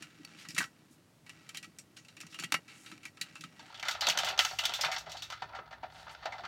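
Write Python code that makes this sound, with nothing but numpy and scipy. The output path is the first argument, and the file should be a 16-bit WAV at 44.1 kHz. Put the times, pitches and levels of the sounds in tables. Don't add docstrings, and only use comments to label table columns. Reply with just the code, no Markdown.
import sys
import numpy as np
from scipy import signal
from scipy.fft import rfft, irfft
from scipy.io import wavfile

SR = 44100
rng = np.random.default_rng(int(sys.argv[2]) if len(sys.argv) > 2 else 0)


def generate_wav(sig):
    pcm = np.round(np.clip(np.atleast_2d(sig).T, -1, 1) * 32767).astype(np.int16)
    wavfile.write(sys.argv[1], SR, pcm)


N = 285327
TIME = np.arange(N) / SR

# f/Hz, relative level/dB
FITTING_AIR = [(25, -35), (70, -14), (110, -1.5), (240, -5.5), (420, -12.5), (800, -17), (2000, -23),
               (5000, -26), (9500, -30), (15500, -36)]
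HANDLING_AIR = [(25, -35), (45, 1), (70, 7), (130, -4.5), (250, -7.5), (600, -11), (2000, -12.5),
                (5000, -38), (10000, -34), (15500, -32)]
# f/Hz, level/dB
HUM_TONES = [(111, -70.5), (156, -73.5)]

# f/Hz, relative level/dB
THUMP_TONE = [(90, -18.5), (160, 9.5), (215, -7), (280, -15), (350, -4), (430, 5.5), (600, -73),
              (2000, -82)]
RUB_TONE = [(100, -49), (600, 0), (1000, -4.5), (1400, 9), (2600, -2.5), (4000, 0), (7000, -6),
            (10000, -14), (15500, -52)]
SHELL_TONE = [(60, -7), (150, -12), (300, -9.5), (470, -26.5), (900, -18.5), (1400, -8), (2400, -10),
              (4000, -9.5), (7000, -10.5), (10000, -16), (15500, -26)]
CASE_TONE = [(100, -18), (300, -16.5), (470, -12.5), (620, 5.5), (850, 1.5), (1080, -5.5), (1400, 4.5),
             (3100, -7), (6000, -13), (8000, -23.5), (10000, -34.5), (15500, -36)]
# f/Hz, width/Hz, boost/dB
SHELL_RESONANCES = [(160, 9.6, 14.5), (314, 21, 9), (586, 53, 5), (810, 28, 9.5), (1320, 63, 7.5),
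                    (1400, 130, -4.5), (1538, 17, 0.5), (1930, 35, 12.5), (2050, 27, -4), (2305, 310, 9),
                    (2640, 104, 9), (2800, 310, 5.5), (2840, 28, 8.5), (3115, 68, 7), (3860, 370, 3),
                    (4500, 44, 8.5), (5620, 69, 10.5), (7100, 420, 3.5), (7600, 150, 3.5), (9250, 687, 2)]
CASE_RESONANCES = [(767, 26, 7.7), (935, 150, 7.5), (1323, 270, 6.3), (1620, 27, 5.6), (1800, 40, 7.6),
                   (2036, 50, 8.2), (2420, 16, 0.67), (2673, 10, 12.2), (3000, 350, 6), (3540, 530, 10.4),
                   (3850, 70, 6.4), (4030, 67, 11), (4410, 260, 12.4), (4650, 160, 6.2), (4940, 190, 4),
                   (5440, 440, 4.6), (6330, 710, 0.58)]

# t/s, level/dB
HAND_THUMPS = [(4.07, -45), (4.18, -69), (4.23, -51), (4.29, -47.5), (4.495, -56), (4.69, -53),
               (4.835, -52), (5.06, -56), (5.42, -51), (5.58, -52), (5.83, -57), (6.08, -61), (6.255, -59),
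               (6.41, -55)]
# t/s, level/dB
BENCH_BUMPS = [(0.0, -48), (0.195, -47.5), (0.485, -48.5), (0.535, -48.5), (0.582, -34.5), (0.905, -55.5),
               (1.669, -51.5), (2.233, -51), (2.396, -45.5), (2.433, -42.5), (2.521, -64), (2.542, -62),
               (2.918, -47), (3.05, -57), (3.212, -60), (3.396, -54), (3.443, -47)]
# middle t/s, length/s, level/dB, f/Hz, filter width/Hz
STROKES = [(0.417, 0.11, -53.5, 2970, 4940), (0.932, .08, -68.5, 7560, 8000),
           (1.97, 0.013, -51, 2920, 4970), (2.32, 0.056, -59.5, 4770, 5000), (2.828, 0.31, -63, 7300, 5000),
           (5.988, 0.2, -62, 3450, 4940), (6.124, 0.051, -63.5, 5500, 9000)]
# t/s, level/dB
RUB_LEVELS = [(0, -59.5), (.15, -64), (.42, -58.5), (.62, -73), (.8, -72), (1.2, -84), (1.34, -63),
              (1.5, -64), (1.8, -78), (2.19, -67), (2.4, -62.5), (2.64, -70), (2.93, -58), (3.12, -79),
              (3.24, -54.5), (3.4, -69.5), (3.52, -65.5), (3.7, -58)]
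# t/s, hollow level/dB, bright level/dB
RATTLE_LEVELS = [(3.5, -79, -99), (3.66, -62.5, -59.5), (3.78, -61.5, -62), (3.92, -59, -43),
                 (3.995, -49, -70), (4.06, -43, -44), (4.29, -40, -39.5), (4.365, -50, -52),
                 (4.575, -61, -70), (4.63, -48, -85), (4.81, -62, -45.5), (5.0, -63, -56), (5.14, -54, -85),
                 (5.33, -80, -50), (5.52, -54, -61.5), (5.68, -61.5, -68.5), (6.08, -60, -59.5),
                 (6.47, -54.5, -53.5)]

# t/s, strength/dB, hardness/dB, base ring time/s (scaled for each band), the part's own f/Hz
SHELL_CLICKS = [(0.0224, -43.5, 15, .09, 1400), (0.2479, -44.5, 16, 0.02, 4515),
                (0.4501, -48, -10, .07, 1930), (0.4852, -44, 34, 0.16, 5000), (0.5047, -47, 16, .07, 5100),
                (0.5461, -43.5, 50, 0.095, 3840), (0.5624, -38.5, -1, 0.21, 1790),
                (0.5788, -25, -1, 0.066, 1970), (0.5843, -31.5, 44, 0.13, 1860),
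                (0.6037, -31, -24, 0.12, 1500), (0.6121, -38, -12, 0.032, 1900),
                (0.6264, -41.5, -1, 0.1, 1660), (0.6387, -39.5, -2, 0.046, 1890),
                (1.2626, -52.5, 2, .13, 2300), (1.293, -44.5, 7, 0.086, 2900),
                (1.4901, -44, 20, 0.076, 1300), (1.5452, -42.5, 12, 0.14, 3080),
                (1.5702, -38.5, 35, 0.063, 4160), (1.6267, -45.5, 13, 0.12, 2470),
                (1.6428, -48, 3, 0.061, 1310), (1.7851, -45.5, 51, 0.084, 8000),
                (1.9717, -50, 12, 0.13, 6400), (2.0476, -55, 10, 0.088, 2800),
                (2.0827, -52.5, 19, .1, 4020), (2.1664, -48.5, 8, 0.1, 2540),
                (2.2021, -44.5, 15, 0.078, 2600), (2.21, -45, 19, 0.082, 5640),
                (2.232, -51.5, -10, .04, 1320), (2.2655, -51, 15, 0.049, 6300),
                (2.3241, -51, 8, 0.12, 3430), (2.3421, -44, 6, .11, 2970), (2.3874, -38.5, 0, 0.034, 2640),
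                (2.3966, -39, 21, 0.086, 7100), (2.4084, -50, 2, .06, 2840), (2.4234, -43, 5, 0.052, 1310),
                (2.4349, -35.5, 2.5, 0.065, 3240), (2.4408, -37.5, 25, 0.059, 2020),
                (2.5208, -24.5, 7, 0.039, 906), (2.5402, -23, -7.5, 0.07, 2140),
                (2.6788, -52, 4, 0.49, 2090), (2.86, -47.5, 5, .14, 3840), (2.9141, -46, -4, .07, 2210),
                (2.9766, -54.5, 8, 0.027, 2360), (3.0302, -52, 7, 0.18, 2330),
                (3.052, -39.5, 4, 0.097, 2300), (3.17, -51.5, -2, 0.071, 2670),
                (3.2117, -32, 30, 0.074, 4040), (3.3538, -44, -1, 0.13, 2700),
                (3.4079, -45.5, 31, 0.093, 3670), (3.4368, -42, -3, 0.075, 1320)]
CASE_KNOCKS = [(3.5926, -47, 7.5, 0.18, 904), (3.6995, -50.5, -2.5, 0.18, 935),
               (3.7243, -50, 3, 0.086, 1180), (3.7424, -44.5, 9, 0.33, 3330),
               (3.7733, -49, 12, 0.096, 2980), (3.7958, -41.5, 19, 0.12, 3100),
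               (3.826, -34, 6.5, 0.15, 2220), (3.8505, -37.5, 4.5, 0.88, 1280),
               (3.8828, -25.5, 11.5, 0.16, 1450), (3.9096, -31.5, 25, 0.22, 3800),
               (3.9479, -38.5, -3, 0.21, 3250), (4.0077, -28.5, 28, 0.16, 4960),
               (4.017, -29.5, 5.5, 0.56, 4140), (4.0676, -22, 12, 0.12, 3440),
               (4.0781, -30, -21, 0.064, 810), (4.0854, -23.5, 13, 0.08, 6570),
               (4.0969, -23, 18, 0.19, 2770), (4.1732, -26, 7.5, 0.074, 6540),
               (4.1856, -25, 24, 0.14, 3060), (4.199, -35, 16, 0.41, 3580), (4.2318, -30, 0, 0.08, 656),
               (4.2445, -31, 22, 0.35, 3350), (4.2641, -40, 3, 0.21, 3000), (4.2854, -30.5, 15, .21, 2600),
               (4.3321, -41, -8, 0.21, 940), (4.3755, -34.5, 5, 0.3, 6200),
               (4.3897, -17.5, 9.5, 0.15, 3030), (4.4049, -32, 18, 0.89, 1340),
               (4.448, -26, 8, 0.096, 6300), (4.4645, -36, 6, .11, 1830), (4.4859, -42, 17, 0.2, 5700),
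               (4.5091, -38, -5, 0.15, 4400), (4.5267, -43, -20, 0.18, 760), (4.5863, -26.5, 14, .23, 2870),
               (4.6346, -33.5, 12, 0.76, 3160), (4.6526, -22.5, 22.5, 0.13, 3470),
               (4.6923, -33.5, 2.5, 0.17, 800), (4.7197, -39, -4, .11, 2560),
               (4.7362, -28.5, 20, 0.31, 3540), (4.7568, -41, 28, .13, 3620), (4.7866, -41, -4, 1, 567),
               (4.8091, -27.5, 33, 0.25, 5200), (4.833, -27, -7, .13, 1140), (4.8449, -28, 7, 0.27, 2410),
               (4.8516, -31, -2, 0.17, 1630), (4.8814, -33.5, -10.5, 0.14, 670),
               (4.8973, -40.5, -9, 0.63, 760), (4.9146, -32, 12.5, 0.33, 2200),
               (4.9225, -43, 19, 0.32, 1820), (4.9411, -38, 5, 0.14, 2030),
               (4.9615, -32.5, 0.5, 0.16, 5800), (4.9811, -36.5, 34, .25, 3830),
               (5.0588, -43.5, -5, 0.55, 690), (5.0938, -45, 23, 0.88, 3900),
               (5.1161, -39.5, 29, 0.17, 3960), (5.149, -44.5, -10, 0.2, 770),
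               (5.1677, -41.5, 19, 0.33, 4450), (5.2205, -35.5, 21, 0.29, 3760),
               (5.3001, -39, 10, 0.17, 1050), (5.3213, -37.5, 5, 0.22, 1280),
               (5.4188, -34.5, -5.5, 0.18, 994), (5.4369, -49, -11, .16, 1260),
               (5.4951, -52, -15, 0.28, 990), (5.5284, -45, -18, 0.75, 1300),
               (5.5484, -40.5, -3, 0.32, 1310), (5.5869, -38.5, -18, 0.073, 1170),
               (5.7073, -47, -3.5, 0.3, 630), (5.7259, -44.5, -2.5, 0.2, 1740),
               (5.8301, -36.5, -14.5, 0.18, 750), (5.9545, -52, 0, 1, 726), (6.0653, -45, -13, 0.27, 1270),
               (6.0923, -47.5, 3, 0.57, 860), (6.1476, -44, -5, 0.02, 1480), (6.2217, -49.5, -6, .4, 1240),
               (6.2543, -31, -4.5, 0.14, 763), (6.2694, -42.5, -19, 0.4, 740),
               (6.3213, -39.5, -1.5, 0.23, 2100), (6.3382, -44, -23, 0.18, 710),
               (6.387, -44, -20, 0.22, 710), (6.4343, -40, -11.5, 0.14, 1140),
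               (6.4488, -39, -2, 0.17, 1180)]
CLICK_BAND_EDGES = [100, 450, 1600, 4500, 16000]
KNOCK_BAND_EDGES = [110, 1100, 2400, 6000, 16000]
# relative level/dB, share of the hardness added
CLICK_BALANCE = [(-17, -0.029), (-3.5, -0.49), (-0.5, 0.023), (-7.5, 0.25)]
KNOCK_BALANCE = [(0, -1.023), (3, -0.62), (1, -0.073), (-8.5, 0.29)]


def from_db(db):
    return 10 ** (np.asarray(db) / 20)


def rms_one(x):
    return x / np.sqrt(np.mean(x ** 2) + 1e-20)


def level_curves(rows):
    times, *columns = np.transpose(rows)
    return [from_db(np.interp(TIME, times, db, left=-120, right=-120)) for db in columns]


def band(x, low_hz, high_hz):
    return signal.sosfilt(signal.butter(3, [low_hz, high_hz], "band", fs=SR, output="sos"), x)


def drift(per_s):
    points = rng.standard_normal(int(N / SR * per_s) + 2)
    return np.interp(TIME * per_s, np.arange(len(points)), points)


def response(tone, resonances=(), size=4096):
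    hz = np.maximum(np.arange(size // 2 + 1) * SR / size, 1)
    tone_hz, tone_db = np.transpose(tone)
    db = np.interp(np.log(hz), np.log(tone_hz), tone_db)
    for centre, width, boost in resonances:
        db = db + boost / (1 + (2 * (hz - centre) / width) ** 2)
    cepstrum = irfft(np.log(from_db(db)))
    cepstrum[1:size // 2] *= 2
    cepstrum[size // 2 + 1:] = 0
    return irfft(np.exp(rfft(cepstrum)))[:size // 2]


def through(force, body):
    return signal.fftconvolve(force, body)[:len(force)]


def fade(t, t60):
    return from_db(-60 * t / t60)


def soft_blows(rows, rise_s, t60):
    power = np.zeros(N)
    for start_s, db in rows:
        at = np.searchsorted(TIME, start_s)
        t = TIME[at:at + SR] - start_s
        rise = 1 - np.exp(-(t / rise_s) ** 2)
        power[at:at + len(t)] += (from_db(db) * rise * fade(t, t60)) ** 2
    return np.sqrt(power)


def gritty_noise(per_s, spread_db, t60, smooth_db, size=4000):
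    happens = rng.random(N) < per_s / SR
    ticks = happens * from_db(spread_db * np.minimum(rng.exponential(1, N), 3))
    tail = fade(np.arange(size) / SR, t60)
    power = np.maximum(through(ticks ** 2, tail ** 2), 0)
    return rms_one(np.sqrt(power / power.mean() + from_db(smooth_db) ** 2) * rng.standard_normal(N))


def shaped_noise(tone):
    return rms_one(through(rng.standard_normal(N), response(tone)))


def workshop_air():
    crossfade = np.interp(TIME, (3.74, 4.03), [0, 1])
    fitting_air = from_db(-64.5) * shaped_noise(FITTING_AIR)
    handling_air = from_db(-63.5) * shaped_noise(HANDLING_AIR)
    hum = np.zeros(N)
    for hz, db in HUM_TONES:
        loudness = np.sqrt(2) * from_db(db + 3.5 * drift(per_s=12.0))
        hum += loudness * np.sin(2 * np.pi * hz * TIME + 1.6 * drift(per_s=9.9))
    return np.sqrt(1 - crossfade) * fitting_air + np.sqrt(crossfade) * (handling_air + hum)


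def hand_thumps():
    return soft_blows(HAND_THUMPS, rise_s=0.012, t60=0.22) * shaped_noise(THUMP_TONE)


def sliding_strokes():
    out = np.zeros(N)
    friction = gritty_noise(per_s=450, spread_db=-2, t60=0.021, smooth_db=0)
    for middle, length, level_db, hz, width in STROKES:
        during = np.abs(TIME - middle) < length / 2
        swell = np.cos(np.pi * (TIME[during] - middle) / length)
        peak = signal.iirpeak(hz, hz / width, fs=SR)
        hiss = signal.lfilter(*peak, signal.lfilter(*peak, friction[during]))
        out[during] += from_db(level_db) * swell * rms_one(hiss)
    return out


def bench_bumps(friction):
    rub, = level_curves(RUB_LEVELS)
    rumble = from_db(-30.5) * rub ** 0.55
    blows = soft_blows(BENCH_BUMPS, rise_s=0.0033, t60=0.14)
    shell = through(friction, response(SHELL_TONE, SHELL_RESONANCES))
    thuds = np.hypot(blows, rumble) * rms_one(band(shell, 123, 360))
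    return band(thuds, 96, 450)


def finger_rubbing(friction):
    rub, = level_curves(RUB_LEVELS)
    shell = through(friction, response(RUB_TONE, SHELL_RESONANCES))
    return rub * rms_one(band(shell, 650, 10000))


def small_parts_rattle():
    hollow, bright = level_curves(RATTLE_LEVELS)
    tumbling = gritty_noise(per_s=300, spread_db=8.5, t60=0.042, smooth_db=-3)
    case = through(tumbling, response(CASE_TONE, CASE_RESONANCES))
    return hollow * rms_one(band(case, 130, 1140)) + bright * rms_one(band(case, 1000, 19000))


def band_levels(balance, strength_db, hardness_db, favour_db):
    base_db, share = np.transpose(balance)
    db = base_db + share * hardness_db + favour_db
    return strength_db + db - 10 * np.log10(np.sum(from_db(db) ** 2))


def plastic_hits(hits, balance, edges, tone, resonances, *, part_q, part_db, part_growth, favour_db,
                 rise_s, snap_db, crack_t60, ring_db, ring_scale, chatter_db,
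                 treble_from_db, treble_slope, size=12000):
    out, t = np.zeros(N + size), np.arange(size) / SR
    noises = rng.standard_normal((len(hits), 2, size))
    for (start_s, strength_db, hardness_db, t60, hz), (noise, bounces) in zip(hits, noises):
        at = int(start_s * SR)
        holds_pitch = np.diff(1 * (np.array(edges) > hz))
        levels = band_levels(balance, strength_db, hardness_db, favour_db * holds_pitch)
        part = (hz, hz / part_q, part_db * from_db(part_growth * (strength_db + 36)))
        treble = (13000, 6000, np.clip(treble_slope * (levels[-1] - treble_from_db), -13, 7))
        body = response(tone, list(resonances) + [part, treble])
        dullness = np.clip(0.039 * (levels[0] - levels[2]), 0, 1)
        contact_s = rise_s * (1 + dullness)
        rise = 1 - np.exp(-(t / contact_s) ** 2)
        snap = from_db(snap_db) * (np.arange(size) == int(2 * contact_s * SR))
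        chatter = from_db(chatter_db * np.interp(t * 190, np.arange(size), bounces))
        for k, level_db in enumerate(levels):
            ring = chatter * from_db(ring_db[k]) * fade(t, t60 * ring_scale[k])
            envelope = rise * np.hypot(fade(t, crack_t60[k]), ring)
            sound = band(through((noise + snap) * envelope, body), edges[k], edges[k + 1])
            energy = np.sum(envelope ** 2) / np.mean(envelope[:int(0.008 * SR)] ** 2)
            out[at:at + size] += sound * np.sqrt(energy / np.sum(sound ** 2)) * from_db(level_db)
    return out[:N]


def fitting_clicks():
    return plastic_hits(
        SHELL_CLICKS, CLICK_BALANCE, CLICK_BAND_EDGES, SHELL_TONE, SHELL_RESONANCES,
        part_q=7.0, part_db=10, part_growth=0.2, favour_db=2.0,
        rise_s=0.0014, snap_db=12, crack_t60=[0.039, 0.0083, 0.005, 0.016],
        ring_db=[-34, -14, -11.5, -12], ring_scale=[3.8, 0.87, 0.97, 1.27], chatter_db=1.0,
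        treble_from_db=-40, treble_slope=0.25)


def loose_part_knocks():
    return plastic_hits(
        CASE_KNOCKS, KNOCK_BALANCE, KNOCK_BAND_EDGES, CASE_TONE, CASE_RESONANCES,
        part_q=6.7, part_db=9, part_growth=0.037, favour_db=3.5,
        rise_s=0.0021, snap_db=10.5, crack_t60=[0.014, 0.0071, 0.011, 0.012],
        ring_db=[-14.5, -14, -14.5, -14], ring_scale=[0.58, 0.6, 0.59, 0.6], chatter_db=0,
        treble_from_db=-51, treble_slope=0.54)


def scene():
    clicks = fitting_clicks()
    friction = gritty_noise(per_s=390, spread_db=3.0, t60=0.016, smooth_db=-4.5)
    on_bench = clicks + finger_rubbing(friction) + bench_bumps(friction)
    in_case = loose_part_knocks() + small_parts_rattle()
    return (on_bench + in_case + workshop_air() + sliding_strokes() + hand_thumps())[None]


def record(dry):
    return signal.sosfilt(signal.ellip(10, .1, 80, 16000, fs=SR, output="sos"), dry)


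dry = scene()
out = record(dry)
generate_wav(out)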